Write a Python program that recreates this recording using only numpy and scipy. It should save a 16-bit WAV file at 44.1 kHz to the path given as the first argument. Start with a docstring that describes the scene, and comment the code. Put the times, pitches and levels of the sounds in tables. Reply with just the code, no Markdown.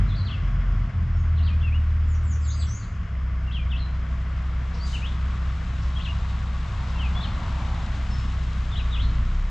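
"""A distant diesel truck creeps off down a gravel track in the woods, towing a trailer. From the start
its exhaust throbs, the engine clatters and the tyres crunch, while a songbird whistles short slurred
phrases that echo off the trees and the trailer's panels groan. After a second, another bird adds thin,
high notes; by three seconds the drone has sunk to idle. Past four seconds come two brief hisses and
the trailer starts to jolt over bumps; then the tyres swell on coarser ground."""
import sys
import numpy as np
from scipy import signal
from scipy.fft import rfft, irfft, next_fast_len
from scipy.io import wavfile
from scipy.ndimage import map_coordinates

SR = 44100
rng = np.random.default_rng(int(sys.argv[2]) if len(sys.argv) > 2 else 0)


def unload_audio(sound):
    """Save the sound as a 16-bit wav file, at the path given as the first command line argument."""
    columns = np.transpose(np.atleast_2d(sound))
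    # keep every value between -1 and 1, then stretch to whole-number steps
    steps = np.round(np.clip(columns, -1, 1) * 32767)
    wavfile.write(sys.argv[1], SR, steps.astype(np.int16))


N = 418950

# six cylinders sinking to idle: t/s, firing rate/Hz
FIRING_RATE = [(0, 48.5), (.4, 43.7), (.8, 43.4), (1, 41.7), (1.5, 38.9), (1.8, 38.3), (2.2, 38.6),
               (2.45, 37.4), (2.7, 37.4), (3.1, 32.4), (3.6, 31.6), (4.7, 32.3), (5.8, 32.5), (8.75, 31.6),
               (9, 29.1), (9.2, 28.8), (9.35, 32.6), (9.5, 34.2)]
# deepest throb, at the firing rate: t/s, level/dB
THROB_LEVEL = [(0.0, -22), (0.1, -23), (0.22, -34), (0.33, -41), (0.45, -22.5), (0.69, -21), (0.84, -22.5),
               (0.95, -40), (1.13, -24), (1.3, -26), (1.37, -33), (1.6, -29), (2.21, -28), (2.3, -43),
               (2.88, -37.5), (6.22, -35), (8.91, -30.5), (9.36, -22), (9.5, -26)]
# orders 2 to 5 of the firing rate: gain/dB
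ORDER_GAINS = [0.43, -13.5, -21.5, -12.5]
# pipe and ground resonances that those orders slide over: f/Hz, level/dB
PIPE_EQ = [(58, -22.5), (63, -26.5), (65.5, -27), (68, -32), (72.5, -43), (74.6, -25), (78, -21), (83, -24),
           (86, -34), (95, -28), (115, -22.5), (127, -22), (147, -28), (161, -29.5), (240, -53.5)]
# swells and dips of order 2: t/s, gain/dB
DRONE_RIDE = [(.85, -0.5), (.92, -10.5), (.96, -3), (1.1, -0.5), (2.5, 0), (2.73, 1), (2.79, -4),
              (3.03, -1.5), (3.07, -14.5), (3.12, 0), (4, -0.5), (5.2, -1), (5.45, 3), (5.6, -4), (5.8, 0),
              (6.45, -1.5), (6.7, -4), (7.07, 3.5), (7.3, -4.5), (7.45, -2), (7.95, -2.5), (8.1, -1),
              (8.9, 0), (9.2, -1), (9.4, -5)]
# unequal cylinders add tones at 7 to 10 times the engine cycle rate: level/dB
LOPE_LEVELS = [-42.5, -45, -43.5, -43.5]
# engine noise faders: t/s, rumble/dB, clatter/dB
ENGINE_FADERS = [(0.0, -37.5, -44), (0.1, -44, -47), (0.63, -42.5, -46), (0.98, -41.5, -49),
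                 (2.2, -46, -49), (3.17, -47, -49.5), (5.37, -46, -46), (6.3, -46, -48), (6.8, -45, -46.5),
                 (7.3, -40.5, -45.5), (8.84, -45, -47), (8.89, -48.5, -45), (9.1, -38, -47),
                 (9.5, -50, -47.5)]
# tone of the rumble and of the clatter: f/Hz, gain/dB
RUMBLE_EQ = [(18, -32), (32, -14), (55, 2), (75, 4), (105, 3), (130, -5.5), (155, -8), (175, -7),
             (210, -9.7), (250, -17), (310, -23.5), (500, -43.5), (900, -82.5)]
CLATTER_EQ = [(200, -25), (310, -6), (420, -6), (580, -5.5), (750, -7), (860, -13), (960, -6.5), (1050, -4),
              (1250, -1.65), (1420, -1.5), (1520, -2.5), (1750, -5), (2000, -6.5), (2500, -11.5),
              (3000, -14.5), (3800, -31), (4600, -28), (5400, -27), (7400, -34), (8500, -61.5),
              (10000, -92)]
# the rumble's low end against its top: t/s, gain/dB
BOOM_RIDE = [(.2, 3), (.8, -0.5), (2.1, -2.5), (2.7, 0), (4.8, -2.5), (6.5, 1.5), (7.7, -3.5), (8.4, -1),
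             (9.1, -2)]
# ringing engine panels: f/Hz, width/Hz, gain/dB
BLOCK_MODES = [(671, 23, -2.5), (1118, 53, -0.5), (1365, 27, -13.5), (2110, 230, -7.5), (3364, 240, 4),
               (5000, 230, 3.5), (6040, 120, -8.5)]
# the wheels reach coarser ground: t/s, roar/dB, gravel/dB, roar resonance/Hz
TYRE_FADERS = [(0, -62, -70.5, 1250), (1, -59, -75, 1190), (1.8, -60.5, -72.5, 1180), (3, -65.5, -76, 1136),
               (4.2, -58.5, -70.5, 1130), (5.1, -56, -65, 1190), (5.4, -55.5, -65, 1180),
               (5.8, -57.5, -63.5, 1100), (6.15, -53.5, -62, 1090), (6.6, -53, -62.5, 1140),
               (7, -49, -61.5, 1000), (7.4, -48, -61, 1110), (7.75, -48.5, -60.5, 820),
               (8, -52, -60.5, 804), (8.3, -56, -60.5, 965), (9.5, -58, -65, 1120)]
# tone of the tyre roar and of the stones: f/Hz, gain/dB
ROAR_EQ = [(200, -12), (300, -12.5), (420, -16.5), (650, -2), (800, -2), (1050, -0.5), (1400, -5.5),
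           (2200, -11), (3600, -19), (5000, -23), (8000, -50)]
GRAVEL_EQ = [(1200, -24), (2500, 5.5), (3800, 5.5), (5000, -2.5), (6500, -4), (7700, -6.5), (8300, -17.5),
             (9900, -23.5), (10400, -42.5), (12000, -71.5)]
# syllables of each bird: t/s, length/s, first f/Hz, middle f/Hz, last f/Hz, level/dB, swell/dB
NEAR_SONG = [ (.088, .05, 4280, 3495, 3500, -48, -1.5), (.141, .022, 3540, 4100, 4700, -46.5, 3),
             (.168, 0.058, 4680, 4120, 4120, -46.5, -2), (.256, 0.049, 4650, 3350, 2440, -42, 0),
             (.31, .048, 3440, 2800, 2630, -40, -6), (1.374, .046, 4310, 2830, 3310, -47.5, 1),
             (1.424, .026, 3740, 4540, 4670, -50.5, -11), (1.454, 0.042, 4760, 3290, 2560, -43, 5.5),
             (1.503, 0.038, 2470, 2440, 2470, -46, 5.5), (1.612, 0.014, 3110, 3450, 3280, -48, 0),
             (1.632, 0.063, 2760, 2675, 2450, -43, -2), (1.72, 0.05, 2245, 2725, 2970, -43, 2.5),
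             (3.48, 0.032, 2860, 2700, 2650, -46.5, -7), (3.51, .017, 2700, 3290, 4130, -44, 1),
             (3.532, 0.048, 3420, 3150, 2580, -39, 3), (3.583, 0.053, 2510, 2400, 2380, -45, -7),
             (3.712, 0.034, 3680, 2760, 2630, -37.5, 2), (3.755, 0.022, 2640, 3060, 4100, -40, -5),
             (3.79, 0.04, 4290, 4090, 3940, -45, 3), (4.802, 0.063, 4430, 4750, 4880, -46.5, -4),
             (4.94, 0.026, 3110, 2870, 2510, -35, 3), (5.027, 0.05, 2450, 2890, 3780, -38.5, -4),
             (5.962, 0.023, 3220, 3300, 3160, -39.5, 1), (6.002, 0.019, 2580, 3070, 4040, -40.5, 2),
             (6.046, 0.038, 4140, 2800, 2590, -39, 2), (6.085, 0.034, 2850, 2840, 2710, -39, -6),
             (6.95, 0.048, 2750, 2740, 2530, -49, 2), (6.996, 0.082, 3220, 2700, 2400, -40, -4),
             (7.155, 0.055, 3385, 3456, 3470, -40, 4), (7.208, 0.015, 3600, 3870, 4270, -42, -8),
             (7.228, 0.036, 4300, 3230, 2780, -40, -7), (8.715, 0.027, 3480, 3600, 3200, -44, 3),
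             (8.755, 0.0234, 2875, 3510, 3960, -39, 3), (8.777, 0.04, 3950, 2850, 2400, -40, 0),
             (8.92, 0.05, 3820, 3340, 2450, -38.5, 3), (8.975, 0.052, 2415, 3200, 4250, -38.5, 1),
             (9.033, 0.028, 4280, 4200, 4080, -49, -1), ]
FAR_SONG = [ (1.135, .025, 5200, 5400, 5450, -66, 3), (1.18, 0.029, 6800, 6540, 6300, -61.5, -4),
            (2.08, .08, 7200, 6830, 5600, -56.5, 5.5), (2.235, .07, 7800, 7270, 6750, -56.5, 13.5),
            (2.307, .033, 6870, 6220, 5550, -47, -8), (2.408, .07, 7650, 7400, 6870, -52.5, 12),
            (2.48, 0.032, 6750, 6500, 5850, -44, -8), (2.425, 0.047, 5280, 4400, 3360, -56, 1),
            (2.495, 0.048, 3450, 4550, 4920, -49, -3), (2.578, 0.063, 4900, 4210, 2790, -48, 0),
            (2.565, 0.075, 7970, 7730, 7500, -51.5, 7), (2.672, 0.1, 5950, 6300, 7200, -47.5, 1),
            (2.675, 0.095, 5450, 5920, 6600, -56, 1), (2.795, 0.047, 4720, 4430, 3730, -58, -3),
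            (8.115, 0.065, 5255, 5272, 5268, -49.5, -6), ]
# the near bird turns towards us and away: t/s, direct gain/dB
NEAR_FACING = [(.2, -2), (1.45, -2.5), (1.7, 1), (3.6, -1), (5, -0.5), (7, 0.5), (8.9, -0.7)]
# leaves soak up highs on the direct path and throw them back as echo: f/Hz, gain/dB
DIRECT_EQ = [(2600, -2), (3400, -1.5), (4300, -6.5), (5200, -2), (7000, -8.5)]
ECHO_EQ = [(2400, -9), (3200, -2.5), (4300, -0.5), (7000, -4.5)]
# reverb of the deep forest: f/Hz, t60/s
FOREST_DECAY = [(1000, 0.6), (3000, 0.6), (8000, 0.75)]
# faint engine whines: t/s, length/s, f/Hz, level/dB
WHINE_CUES = [(.15, 1.5, 683, -64.5), (1.1, 1.06, 473, -68), (3.303, 1.4, 667, -62)]
# trailer panels groan: t/s, length/s, f/Hz, width/Hz, level/dB
GROAN_CUES = [(.3, 0.56, 1250, 200, -54.5), (4.38, .2, 1090, 40, -56), (4.74, 0.25, 946, 40, -57),
              (5.1, 0.57, 1170, 90, -53.5), (5.253, 0.27, 1340, 70, -57), (5.66, 0.48, 1088, 70, -50),
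              (6.0, 0.22, 966, 35, -50), (6.05, 0.27, 1130, 110, -55), (6.4, .4, 1140, 80, -55),
              (7.203, 0.33, 1140, 89.5, -49.5), (8.62, 0.25, 1130, 50, -55), (8.92, 0.14, 1000, 39.7, -56)]
# brief dips in the exhaust: t/s, half length/s, gain/dB
FALTER_CUES = [(0.921, 0.017, -8.5), (2.79, .03, -1.5), (3.087, .022, -4.5)]
# hisses from the truck: t/s, hold/s, level/dB
HISS_CUES = [(4.103, .015, -66.5), (4.873, 0.075, -50)]
# their tone: f/Hz, gain/dB
HISS_EQ = [(2500, -14.5), (3800, 3.5), (5400, -4.5), (6400, -0.5), (7700, -4.5), (8500, -15.5), (9900, -20),
           (10600, -28), (12500, -28.5)]
# the trailer hits bumps: t/s, knock/dB, scuff/dB
JOLT_CUES = [(4.738, -45.5, -47.5), (4.772, -53, -58), (5.815, -60, -48.5), (6.188, -49.5, -62),
             (6.87, -48, -54)]
# its ringing frame: f/Hz, gain/dB, t60/s
FRAME_MODES = [(471, 5.5, 0.13), (495, 3, 0.14), (684, -1, 0.075), (930, 6, 0.13), (975, 4, 0.14),
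               (1184, -6, 0.12)]
# tone of the scuffed stones: f/Hz, gain/dB
SCUFF_EQ = [(2500, -23.5), (4000, -1.5), (5600, 0), (6500, -11), (8000, -21), (10000, -71)]
# stereo width of the noise layers: f/Hz, left-right correlation
STEREO_LIKENESS = [(200, .998), (400, .975), (650, .993), (1100, .99), (1350, .88), (1520, .73),
                   (2000, .84), (2800, .92), (5000, .86), (7500, .8), (8500, .55)]
# pan of the mix: f/Hz, left minus right/dB
LEFT_GAIN = [(80, .3), (200, .05), (1050, 0), (1200, 1.8), (1480, 5.9), (1800, 3.9), (4000, 3.9), (7000, 3),
             (9000, 1.2)]
# phase of the mix: f/Hz, lead of the left/rad
LEFT_LEAD = [(80, -.04), (1050, -.03), (1450, .25), (2200, .17), (3000, .09), (7500, .27)]


def amp(db):
    """Decibels to gain."""
    return 10 ** (np.asarray(db) / 20)


def along(points, hz):
    """Read (f/Hz, value) points on a log axis."""
    f, v = np.transpose(points)
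    return np.interp(np.log(hz + 1), np.log(f + 1), v)


def curves(rows):
    """One automation curve for each column after the time."""
    s, *cols = np.transpose(rows)
    return [np.interp(np.arange(N) / SR, s, c) for c in cols]


def wobble(rate):
    """A smooth random curve, rate knots a second."""
    return map_coordinates(rng.standard_normal(int(N * rate / SR) + 4), [np.arange(N) * rate / SR])


def filtered(x, response):
    """EQ x with a response given as a function of frequency."""
    m = next_fast_len(N + SR // 2)
    return irfft(rfft(x, m) * response(np.fft.rfftfreq(m, 1 / SR)), m)[..., :N]


def coloured(pair, eq, band_hz):
    """EQ two unrelated noises into a stereo bed whose mid has rms 1 inside the band."""
    spread = lambda hz: np.arccos(np.clip(along(STEREO_LIKENESS, hz), -1, 1)) / 2
    mid, side = filtered(pair, lambda hz: amp(along(eq, hz)) * [np.cos(spread(hz)), np.sin(spread(hz))])
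    inside = filtered(mid, lambda hz: (hz > band_hz[0]) & (hz < band_hz[1]))
    return np.array([mid + side, mid - side]) / np.std(inside)


def engine_phase():
    """One turn for each firing, with a slight hunting of the speed."""
    hz, = curves(FIRING_RATE)
    return 2 * np.pi * np.cumsum(hz) / SR + 0.0072 * wobble(27)


def exhaust(phase, throb_trim_db=-0.4, waver_db=.6, smear_rad=1.7, away_db_per_s=0.17):
    """Pulses in the pipe make a throb and a drone, loping once in every six firings."""
    hz, = curves(FIRING_RATE)
    throb_db, = curves(THROB_LEVEL)
    ride_db, = curves(DRONE_RIDE)
    t = np.arange(N) / SR
    distance_db = -away_db_per_s * (t - t.mean())
    tone = lambda angle, db: np.sqrt(2) * amp(db + waver_db * wobble(10)) * np.sin(angle)
    throb = tone(phase, throb_db + throb_trim_db)
    drone = np.zeros(N)
    for k, db in enumerate(ORDER_GAINS, start=2):
        lag = smear_rad * (k - 1) * (k - 2)  # the pipe smears each pulse
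        drone += tone(k * phase - lag, db + along(PIPE_EQ, k * hz) + distance_db + ride_db * (k == 2))
    lope = sum(tone(k / 6 * phase + rng.uniform(0, 2 * np.pi), db)
               for k, db in enumerate(LOPE_LEVELS, start=7))
    return throb + drone + lope


def rumble(phase, depth=0.25, boom_hz=150, trim_db=0.2):
    """Gas rushes out of the pipe in puffs and the truck's body booms."""
    level = curves(ENGINE_FADERS)[0]
    boom_db, = curves(BOOM_RIDE)
    puffs = rng.standard_normal((2, N)) * (1 + depth * np.cos(phase))
    rush = coloured(puffs, RUMBLE_EQ, band_hz=(170, 300))
    deep = filtered(rush, lambda hz: 1 / (1 + (hz / boom_hz) ** 8))
    return amp(level + trim_db) * (rush - deep + amp(boom_db) * deep)


def clatter(phase, depth=0.35, scatter_db=0.64, trim_db=-1.52):
    """Combustion knocks ring the block; distance and trees smear them into a pulsing wash."""
    level = curves(ENGINE_FADERS)[1]
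    pulses = np.exp(-4 * (phase / np.pi % 1))  # two for each firing
    knocks = (1 + depth * pulses) * amp(scatter_db * wobble(60))
    panels = lambda f: 1 + sum(amp(db) * 1j * f * width / (hz * hz - f * f + 1j * f * width)
                               for hz, width, db in BLOCK_MODES)
    ringing = filtered(knocks * rng.standard_normal((2, N)), panels)
    return amp(level + trim_db) * coloured(ringing, CLATTER_EQ, band_hz=(1200, 2200))


def swept_bell(x, centre_hz, peak_db=3.5, width_oct=0.3):
    """A broad EQ bell that follows a moving pitch."""
    hz, t, z = signal.stft(x, SR, nperseg=1024)
    octaves = np.log2((hz[:, None] + 1) / np.interp(t, np.arange(N) / SR, centre_hz))
    bell = amp(peak_db * np.exp(-.5 * (octaves / width_oct) ** 2))
    return signal.istft(z * bell, SR)[1][:, :N]


def tyres(grain_db=-1.5, lurch_db=0.5, crunch_db=.5, roar_trim_db=-1.5):
    """Wheels grind over the track: a hollow, shifting roar and dense ticks of stone on stone."""
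    roar_db, gravel_db, roar_hz = curves(TYRE_FADERS)
    roar_gain = amp(roar_db + roar_trim_db + lurch_db * wobble(25))
    roar = coloured(rng.standard_normal((2, N)), ROAR_EQ, band_hz=(720, 1000))
    sizes = amp(grain_db * np.minimum(rng.exponential(size=N), 5))
    stones = rng.standard_normal((2, N)) * (rng.random(N) < .25) * sizes
    gravel = coloured(stones, GRAVEL_EQ, band_hz=(5400, 7800))
    return roar_gain * swept_bell(roar, roar_hz) + amp(gravel_db + crunch_db * wobble(28)) * gravel


def bird(syllables, waver, scoop, direct_db, echo_db, flicker_db=1.0,
         legato_s=.02, scoop_s=0.011, soft_db=-6.5, attack_s=0.0028, release_s=0.014):
    """Each syllable is a trembling whistle arcing through three pitches, with its own forest echo."""
    direct, echo = np.zeros(N), np.zeros((2, N + SR))
    flutter, tremble = waver * wobble(300), amp(flicker_db * wobble(140))
    last_end, last_hz = -1, 0
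    for s, length, *pitches, db, swell_db in syllables:
        # slur on from a close neighbour, or else scoop up from below
        slurred = 0 < s - last_end < legato_s and abs(np.log2(last_hz / pitches[0])) < .5
        start, start_hz = (last_end, last_hz) if slurred else (s - scoop_s, pitches[0] * (1 - scoop))
        last_end, last_hz = s + length, pitches[-1]
        i = np.arange(int(start * SR), int((last_end + release_s / 2) * SR))
        t = i / SR
        progress = np.maximum((t - s) / length, 0)
        lead_in = np.interp(t, [start, s], [start_hz, pitches[0]])
        arc = np.exp(np.polyval(np.polyfit([0, .5, 1], np.log(pitches), 2), progress))
        unsteady = 0.4 + 2 * np.ptp(np.log2(pitches))  # wide glides waver more than held notes
        pitch = np.where(t < s, lead_in, arc) * (1 + unsteady * flutter[i])
        arch_db = .5 - abs(2 * progress - 1)
        lead_in_db = soft_db * np.clip(.5 - (t - s) / attack_s, 0, 1)
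        level = db + swell_db * (progress - .5) + arch_db + lead_in_db
        gate = np.clip(np.minimum((t - t[0]) / attack_s, (t[-1] - t) / release_s), 0, 1)
        note = np.sqrt(2) * gate * tremble[i] * amp(level) * np.sin(2 * np.pi * np.cumsum(pitch) / SR)
        direct[i] += note
        scattered = signal.fftconvolve(note[None], forest_tail(), axes=1)
        echo[:, i[0]:i[0] + scattered.shape[1]] += scattered
    wet = filtered(echo[:, :N], lambda hz: amp(echo_db + along(ECHO_EQ, hz)))
    return filtered(amp(direct_db) * direct, lambda hz: amp(along(DIRECT_EQ, hz))) + wet


def forest_tail(near_db=9, near_t60=0.16, build_s=0.0051, width=0.22):
    """Leaves and trunks round the bird scatter a quick echo; deeper forest adds a faint long one."""
    hz, t, z = signal.stft(rng.standard_normal((2, SR // 2)), SR, nperseg=256)
    decay = amp(-60 * t / along(FOREST_DECAY, hz)[:, None]) + amp(near_db - 60 * t / near_t60)
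    mid, side = signal.istft(z * decay * (1 - np.exp(-t / build_s)), SR, nperseg=256)[1]
    return np.array([mid + width * side, mid - width * side]) / np.linalg.norm(mid)


def whine(waver=0.006, flicker_db=3.0, fade_s=.2):
    """A thin, slightly unsteady engine tone fades in and out."""
    t = np.arange(N) / SR
    clock = np.cumsum(1 + waver * wobble(13)) / SR
    fade = lambda s, length: np.clip(np.minimum(t - s, s + length - t) / fade_s, 0, 1)
    tones = sum(amp(db) * fade(s, length) * np.sin(2 * np.pi * hz * clock)
                for s, length, hz, db in WHINE_CUES)
    return np.sqrt(2) * amp(flicker_db * wobble(16)) * tones


def groans():
    """Rubbing keeps a panel ringing, swelling and fading with each rock of the trailer."""
    t = np.arange(N) / SR
    out = np.zeros(N)
    for s, length, hz, width_hz, db in GROAN_CUES:
        ring = filtered(rng.standard_normal(N), lambda f: 1 / (1 + (2 * (f - hz) / width_hz) ** 2))
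        swell = np.sin(np.pi * np.clip((t - s) / length, 0, 1))
        out += amp(db) * swell * ring / np.std(ring)
    return out


def falter():
    """A gain curve that ducks the exhaust for a moment at each cue."""
    t = np.arange(N) / SR
    return amp(sum(db * np.exp(-((t - s) / half) ** 2) for s, half, db in FALTER_CUES))


def hiss(rise_db_per_s=384, fall_db_per_s=115.5):
    """Each short, bright hiss opens, holds and fades."""
    t = np.arange(N) / SR
    gain = np.zeros(N)
    for s, hold, db in HISS_CUES:
        gain += amp(db - rise_db_per_s * np.maximum(s - t, 0)
                    - fall_db_per_s * np.maximum(t - s - hold, 0))
    return gain * coloured(rng.standard_normal((2, N)), HISS_EQ, band_hz=(4000, 10000))


def jolts(attack_s=0.0089, scuff_t60=0.23):
    """Each bump softly rings the trailer's frame, in a new mix of modes, and scuffs the stones."""
    knocks, scuffs, t = np.zeros(N), np.zeros(N), np.arange(SR // 2) / SR
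    rise = 1 - np.exp(-t / attack_s)
    for s, knock_db, scuff_db in JOLT_CUES:
        ring = sum(amp(db + rng.normal(0, 2.3) - 60 * t / t60) * np.sin(2 * np.pi * hz * t)
                   for hz, db, t60 in FRAME_MODES)
        knocks[round(s * SR):][:len(t)] += amp(knock_db) * ring * rise
        scuffs[round(s * SR):][:len(t)] += amp(scuff_db - 60 * t / scuff_t60) * rise
    return knocks + scuffs * coloured(rng.standard_normal((2, N)), SCUFF_EQ, band_hz=(3000, 8000))


def scene():
    """The truck and the near bird sit a little to the left, the far bird close to centre."""
    phase = engine_phase()
    engine = falter() * (exhaust(phase) + rumble(phase)) + clatter(phase) + whine()
    truck = engine + tyres() + jolts() + groans() + hiss()
    near = bird(NEAR_SONG, waver=0.0072, scoop=.07, direct_db=curves(NEAR_FACING)[0], echo_db=-1.5)
    far = bird(FAR_SONG, waver=0.0097, scoop=.01, direct_db=0.5, echo_db=3.0) * amp([[-1.2], [1.2]])
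    # bass stays centred; treble comes earlier and stronger on the left
    halves = np.array([[.5], [-.5]])
    pan = lambda hz: amp(halves * along(LEFT_GAIN, hz)) * np.exp(1j * halves * along(LEFT_LEAD, hz))
    return filtered(truck + near + far, pan)


def record(dry, top_hz=12700):
    """A brick-wall high cut on the whole mix."""
    return filtered(dry, lambda hz: hz < top_hz)


dry = scene()
out = record(dry)
unload_audio(out)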